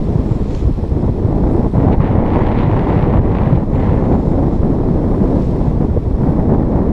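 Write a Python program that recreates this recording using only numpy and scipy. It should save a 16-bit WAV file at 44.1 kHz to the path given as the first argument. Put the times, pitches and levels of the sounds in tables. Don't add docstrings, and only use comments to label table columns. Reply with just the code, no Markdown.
import sys
import numpy as np
from scipy import signal
from scipy.fft import rfft, irfft
from scipy.io import wavfile
from scipy.ndimage import uniform_filter1d, minimum_filter1d, map_coordinates

SR = 44100
rng = np.random.default_rng(int(sys.argv[2]) if len(sys.argv) > 2 else 0)


def to_wav(s):
    ch = np.atleast_2d(s).T
    pcm = np.round(np.clip(ch, -1, 1) * 32767)
    wavfile.write(sys.argv[1], SR, pcm.astype(np.int16))


N = 305172
TIME = np.arange(N) / SR
FREQ_HZ = np.fft.rfftfreq(N, 1 / SR)


def gain_of(db):
    return 10 ** (np.asarray(db) / 20)


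def unit_rms(x):
    return x / np.sqrt(np.mean(x ** 2) + 1e-20)


def curve(rows):
    return np.interp(TIME, *np.transpose(rows))


def bell(s, half):
    return np.exp(-((TIME - s) / half) ** 2)


def coloured(x, colour):
    hz, db = np.transpose(colour)
    return irfft(rfft(x) * gain_of(np.interp(np.log(FREQ_HZ + 1), np.log(hz), db)), N)


def noise(colour):
    return unit_rms(coloured(rng.standard_normal(N), colour))


def flutter(slow_hz, fast_hz):
    band = FREQ_HZ / (FREQ_HZ + slow_hz) / (1 + (FREQ_HZ / fast_hz) ** 2)
    return unit_rms(irfft(rfft(rng.standard_normal(N)) * band, N))


def eddies(colour, hold_s, speed=1):
    travel = np.cumsum(speed * np.ones(N))
    pressure = map_coordinates(noise(colour), [travel], order=3, mode="grid-wrap")
    window = np.hanning(int(hold_s * SR))
    power = signal.fftconvolve(pressure ** 2, window / window.sum(), "same")
    return pressure / np.sqrt(power + 1e-9)


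def buffet(lift_db, level_db=-17):
    # frequency in Hz, relative density in dB.
    colour = [(8, -14), (18, 1.5), (28, 1), (60, 1.5), (95, -1.5), (140, -7.5), (260, -35.5), (600, -89.5)]
    return eddies(colour, hold_s=0.14) * gain_of(level_db + lift_db)


def rumble(lift_db, speed, level_db=-16):
    # frequency in Hz, relative density in dB.
    colour = [(50, -28.5), (90, -10), (130, -0.5), (200, -0.5), (300, -3.5), (400, -8), (520, -16.5),
              (800, -26.5), (1500, -56.5), (4000, -89)]
    return eddies(colour, hold_s=0.098, speed=speed) * gain_of(level_db + lift_db)


def roar(lift_db, level_db=-26.5):
    # frequency in Hz, relative density in dB.
    colour = [(150, -27), (350, -1.5), (500, 2), (680, -4), (850, -6), (1020, -11), (1250, -20.5),
              (1500, -25), (1950, -28.5), (2900, -47.5), (3600, -48), (5000, -56.5), (12000, -72.5)]
    return eddies(colour, hold_s=0.02) * gain_of(level_db + lift_db)


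def wind():
    # time in seconds, strength in dB relative to its usual blow.
    strengths = [(0, -4.5), (0.16, -2.5), (0.4, -6.0), (0.66, -6), (1.0, -4.5), (1.45, 1), (2.1, 2),
                 (2.95, 2), (3.45, 1), (3.66, 1), (3.86, 1.75), (4.14, 3), (4.3, 0.17), (4.41, 3),
                 (4.58, -1.27), (5.36, 1.37), (5.5, -0.5), (6.1, -4.5), (6.3, 1.5), (6.92, -0.23)]
    separation_s = [1.679, 1.879, 3.9, 4.348]
    strength_db, blast_db, stall_db = curve(strengths), blasts(), stalls()
    torn = np.interp(TIME, separation_s, [0, 1, 1, 0])
    bursts = flutter(slow_hz=3.1, fast_hz=60) * gain_of(-0.53 * strength_db)
    speed = 2 ** (-0.01 * strength_db * (1 - torn))
    surge_db = 0.81 * strength_db + bursts + 0.84 * blast_db - 0.47 * stall_db
    deep = buffet(0.23 * strength_db + 2 * bursts - 0.28 * stall_db)
    middle = rumble(surge_db - 2 * torn, speed)
    deep += torn * wake(surge_db)
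    strikes, covered = thumps()
    large = strikes + deep * gain_of(-6 * covered) + middle * gain_of(-3 * covered)
    fine_db = 1.51 * unit_rms(large) - stall_db
    roar_db = 1.27 * strength_db + blast_db + 1.46 * bursts + fine_db
    rush_db = 1.2 * bursts + fine_db - 2.9 * stall_db
    return large + roar(roar_db) + rush(torn, rush_db)


def cloth(rustle_db=12.5, crinkle_db=1.26):
    # time in seconds, relative level in dB.
    levels = [(0, -63.5), (0.7, -64), (1.3, -67), (1.56, -65.5), (1.8, -67), (2.2, -77.5), (2.9, -70.5),
              (3.2, -74), (4.3, -66.5), (4.8, -67.5), (5.15, -66.5), (5.42, -62.5), (5.95, -69),
              (6.27, -67.5), (6.5, -70), (6.92, -70)]
    # frequency in Hz, relative density in dB.
    colour = [(1000, -5), (2200, 4), (3300, 2.5), (4400, 0), (5200, -0.5), (6500, -8.5), (8200, -9.5),
              (9500, -14.5), (10050, -12.5), (10800, -16.5), (13500, -22), (15000, -32.5)]
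    crinkle = gain_of(crinkle_db * flutter(slow_hz=10, fast_hz=300))
    rustle = noise(colour) * gain_of(curve(levels) + rustle_db)
    return crinkle * (rustle + swishes() + zips())


def traffic(level_db=-42.5, swell_db=0.5):
    # frequency in Hz, relative density in dB.
    colour = [(40, 3), (400, -9), (1000, 4), (1500, -11.5), (2000, -10.5), (2800, -24), (4000, -25),
              (6000, -33), (12000, -53.5)]
    return noise(colour) * gain_of(level_db + swell_db * flutter(slow_hz=0.3, fast_hz=3.1))


def housing(x):
    # centre in Hz, half width in Hz, depth in dB.
    notches = [(2940, 200, 2.5), (4750, 160, 4), (9330, 270, 5.5)]
    cut_db = sum(db * np.exp(-((FREQ_HZ - centre) / half) ** 2) for centre, half, db in notches)
    return irfft(rfft(x) * gain_of(-cut_db), N)


def mic_hiss(level_db=-72):
    # frequency in Hz, relative density in dB.
    colour = [(3000, -0.5), (8500, 3), (9400, 0), (10050, 9.5), (10800, -3.5), (13400, -5), (14300, -18.5)]
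    return noise(colour) * gain_of(level_db)


def swishes():
    # peak time, rise and fall constants, all in seconds, level in dB.
    folds = [(.08, 0.49, 0.14, -59), (.315, 0.051, 0.077, -59), (.51, 0.045, 0.026, -53),
             (.553, 0.067, 0.06, -48), (.6, 0.027, 0.028, -50), (4.15, 0.5, 0.28, -57.5),
             (4.55, 0.033, 0.026, -55), (5.45, 0.062, 0.045, -52.5), (5.68, 0.037, .02, -53)]
    # frequency in Hz, relative density in dB.
    colour = [(1000, -5), (2000, 4), (4000, 2.5), (5500, -3.5), (6500, -4), (7200, -0.5), (7750, -7),
              (8300, -28.5), (12000, -43)]
    whip = sum(gain_of(db) * np.exp(-np.maximum((s - TIME) / rise, (TIME - s) / fall))
               for s, rise, fall, db in folds)
    return noise(colour) * whip


def thumps(reach=1.66):
    # time and half length in seconds, frequency in Hz, envelope peak in dB.
    strikes = [(0.16, 0.0058, 124, -3), (0.318, 0.0089, 117, -6), (0.655, 0.0064, 100, -3.5),
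               (0.675, 0.01, 60, -3), (0.695, 0.0032, 230, -9.5), (0.712, 0.0027, 90, -3),
               (0.734, 0.016, 29.8, -9), (0.832, 0.0071, 90, -12), (0.923, 0.007, 70, -3.5),
               (1.036, 0.005, 135, -5.5), (1.068, 0.012, 65, -8.5), (1.097, 0.0052, 115, -4),
               (1.253, 0.009, 114, -2.5), (1.427, 0.0042, 153, -4), (1.448, 0.012, 49.7, -4.5),
               (1.553, 0.0063, 357, -6), (1.557, 0.01, 84, -5.5), (1.632, 0.0094, 84, -11),
               (1.757, 0.0033, 142, -5), (1.784, 0.0044, 129, -3), (1.87, 0.0029, 135, 2),
               (1.897, 0.0039, 139, -7), (1.981, 0.0086, 45, -4), (2.004, 0.0064, 122, -3),
               (2.185, 0.0041, 121, -0.5), (2.682, 0.0082, 138, -5.5), (2.735, 0.017, 102.4, -5.5),
               (2.905, 0.011, 126, -8), (2.968, 0.0074, 135, -4.5), (3.037, 0.0051, 119, -4),
               (3.158, 0.0063, 115, -4), (3.189, 0.01, 62, -1), (3.202, 0.0034, 108, 2.5),
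               (3.533, 0.0082, 147, -0.5), (3.554, 0.0058, 116, -3), (3.75, 0.0056, 106, -4),
               (3.831, 0.0068, 100, -7.5), (3.894, 0.005, 99, -4.5), (3.924, 0.0034, 121, -1),
               (4.041, 0.0035, 135, -5), (4.137, 0.0059, 97, -3), (4.156, 0.0019, 203, -3),
               (4.602, 0.0081, 71, -4.5), (4.704, 0.0024, 202, -1.5), (4.913, 0.0045, 169, -2.5),
               (5.22, 0.0058, 198, -4), (5.684, 0.004, 130, -2), (5.773, 0.0043, 64.6, -6),
               (5.914, 0.0076, 70, -5), (5.967, .003, 434.2, -9), (5.974, 0.0013, 396, -3.5),
               (5.981, 0.0045, 74, -2.5), (6.081, 0.006, 90, -5.5), (6.146, 0.016, 44.7, -6),
               (6.24, 0.0063, 148, -6), (6.294, 0.0036, 112, -4.5), (6.583, 0.0033, 116, -2)]
    phases = rng.random(len(strikes))
    pressure = sum(gain_of(db) * bell(s, half) * np.sin(2 * np.pi * (hz * (TIME - s) + phase))
                   for (s, half, hz, db), phase in zip(strikes, phases))
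    covered = np.max([bell(s, reach * half) for s, half, _, _ in strikes], axis=0)
    return pressure, covered


def zips():
    # time and half length in seconds, centre and half width in Hz, level in dB.
    slides = [(0.32, 0.065, 7350, 500, -60), (0.57, 0.05, 9500, 2000, -65), (1.54, 0.046, 8800, 1900, -63),
              (1.74, 0.09, 8700, 1200, -67), (3.76, 0.06, 7100, 400, -67.5), (4.3, 0.05, 7300, 600, -66),
              (5.14, 0.1, 9500, 2600, -68), (6.28, 0.13, 10000, 2600, -69)]
    white = rfft(rng.standard_normal(N))
    sound = np.zeros(N)
    for s, half, centre, width, db in slides:
        band = irfft(white / (1 + ((FREQ_HZ - centre) / width) ** 4), N)
        sound += gain_of(db) * bell(s, half) * unit_rms(band)
    return sound


def snap(start_s=0.5475, level_db=-31.5, rise_s=0.00088, fade_s=0.0054):
    # frequency in Hz, relative density in dB.
    colour = [(1500, 1), (2360, -1), (3000, 1), (3900, 4), (5200, -5), (6450, 5), (7200, -4), (7600, -11),
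              (8300, -21), (12000, -32)]
    age = np.maximum(TIME - start_s, 0)
    return noise(colour) * gain_of(level_db) * (1 - np.exp(-age / rise_s)) * np.exp(-age / fade_s)


def stalls():
    # time in seconds, half length in seconds, depth for the roar in dB.
    lulls = [(0.592, 0.04, 4), (0.747, 0.033, 16), (0.882, 0.027, 11), (1.121, 0.016, 9.5),
             (1.195, 0.05, 3), (1.706, 0.028, 17.5), (1.978, 0.021, 8), (3.219, 0.025, 2),
             (3.679, 0.044, 6.5), (4.204, 0.062, 4), (4.589, 0.022, 5), (5.446, 0.033, 4), (5.908, 0.04, 3),
             (6.019, 0.029, 10.5), (6.125, 0.043, 3), (6.65, 0.016, 4.5)]
    return sum(depth * np.exp(-((TIME - s) / half) ** 4) for s, half, depth in lulls)


def blasts(rise_share=0.27):
    # start in seconds, seconds until sunk to half the lift, lift of the roar in dB.
    gusts = [(0.672, 0.034, 6), (0.791, 0.05, 0.5), (0.932, 0.067, 2.5), (1.021, 0.02, 7.5),
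             (1.074, 0.022, 8), (1.252, 0.038, 1.5), (1.534, 0.039, 2.5), (1.748, 0.061, 2.5),
             (1.827, 0.1, 4.5), (2.148, 0.043, 3.5), (2.349, 0.036, 6.5), (2.886, 0.039, 4.5),
             (3.053, 0.12, 3.5), (3.743, 0.24, 0.5), (4.105, 0.055, 5), (4.618, 0.11, 2.5),
             (5.313, 0.065, 2), (5.801, 0.04, 8.5), (6.205, 0.065, 3), (6.482, 0.05, 6.5), (6.695, 0.14, 3)]
    return sum(np.interp((TIME - s) / length, [0, rise_share, 1, 2], [0, db, db / 2, 0])
               for s, length, db in gusts)


def wake(lift_db, level_db=-23):
    # frequency in Hz, relative density in dB.
    colour = [(40, -20), (75, -5), (100, 7), (130, -6), (175, -4), (260, -19.5), (600, -85)]
    return eddies(colour, hold_s=0.085) * gain_of(level_db + lift_db)


def rush(torn, jitter_db, hiss_db=7.0, crackle_db=2.5):
    # time in seconds, relative level in dB.
    levels = [(1.72, -46), (1.84, -39.5), (1.89, -49), (1.93, -38.5), (2.06, -35.5), (2.23, -41),
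              (2.35, -33.5), (2.58, -35.5), (2.72, -36), (2.92, -34), (3.27, -40.5), (3.47, -36),
              (3.63, -48), (3.76, -41.5), (3.85, -36), (4.25, -53)]
    # time in seconds, half length in seconds, level in dB.
    jets = [(1.931, 0.0097, -36.5), (2.014, 0.0079, -44.5), (2.071, 0.016, -40.5), (2.467, 0.005, -37),
            (2.598, 0.06, -38.5), (2.93, 0.041, -47), (3.372, 0.029, -44), (3.556, 0.0097, -42),
            (3.758, 0.007, -42), (3.805, 0.006, -48), (4.052, 0.012, -46), (4.129, 0.009, -45)]
    # frequency in Hz, relative density in dB.
    hiss_colour = [(300, -13.5), (600, 14.5), (1000, 16), (1200, 6), (1500, -3), (1950, 2.5), (2800, -11.5),
                   (4050, -19), (4700, -29.5), (6000, -41), (9000, -53), (14000, -73)]
    spurt_colour = [(1200, 3), (2200, 9), (3000, 3), (4100, -4), (4800, -17), (5600, -22.5), (8000, -45),
                    (14000, -71)]
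    tearing = np.sqrt(torn) * gain_of(curve(levels) + jitter_db)
    hiss = tearing * gain_of(hiss_db) * noise(hiss_colour)
    spurts = noise(spurt_colour) * sum(gain_of(db) * bell(s, half) for s, half, db in jets)
    rasp = gain_of(crackle_db * flutter(slow_hz=130, fast_hz=450))
    return rasp * (hiss + spurts) + cracks(tearing)


def cracks(tearing, per_s=360, size_db=-0.2, spread_db=3.5):
    # time in seconds, peak in dB.
    loudest = [(2.046, -26), (2.304, -18.5), (2.335, -21), (2.423, -21.5), (2.469, -18), (2.487, -20),
               (2.516, -16.5), (2.589, -14), (2.794, -15.5), (2.904, -20), (2.992, -19), (3.027, -17.5),
               (3.35, -19.5), (3.386, -18.5)]
    # frequency in Hz, relative density in dB.
    colour = [(200, -13.5), (900, 2.5), (1500, 6.5), (2100, 2.5), (3000, -2.5), (4200, -12), (4900, -19.5),
              (6000, -27), (9000, -45.5), (14000, -60)]
    sizes = gain_of(size_db + spread_db * np.minimum(rng.exponential(1, N), np.pi))
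    spikes = tearing * sizes * (rng.random(N) < per_s / SR)
    for s, db in loudest:
        spikes[round(s * SR)] += gain_of(db)
    unit_peak = coloured(signal.unit_impulse(N), colour).max()
    return coloured(spikes * rng.choice([-1, 1], N), colour) / unit_peak


def scene():
    return (wind() + housing(cloth() + snap() + traffic()) + mic_hiss())[None]


def record(dry):
    ceiling, cutoff_hz, fade_s = 0.9, 15250, 0.003
    allowed = np.minimum(1, ceiling / (abs(dry[0]) + 1e-9))
    held = minimum_filter1d(allowed, size=441)
    limited = dry * uniform_filter1d(uniform_filter1d(held, size=221), size=221)
    low_pass = signal.firwin(511, cutoff_hz, window=("kaiser", 9), fs=SR)
    ends = np.minimum(1, np.minimum(TIME, TIME[::-1]) / fade_s)
    return signal.oaconvolve(limited * ends, low_pass[None], "same")


dry = scene()
out = record(dry)
to_wav(out)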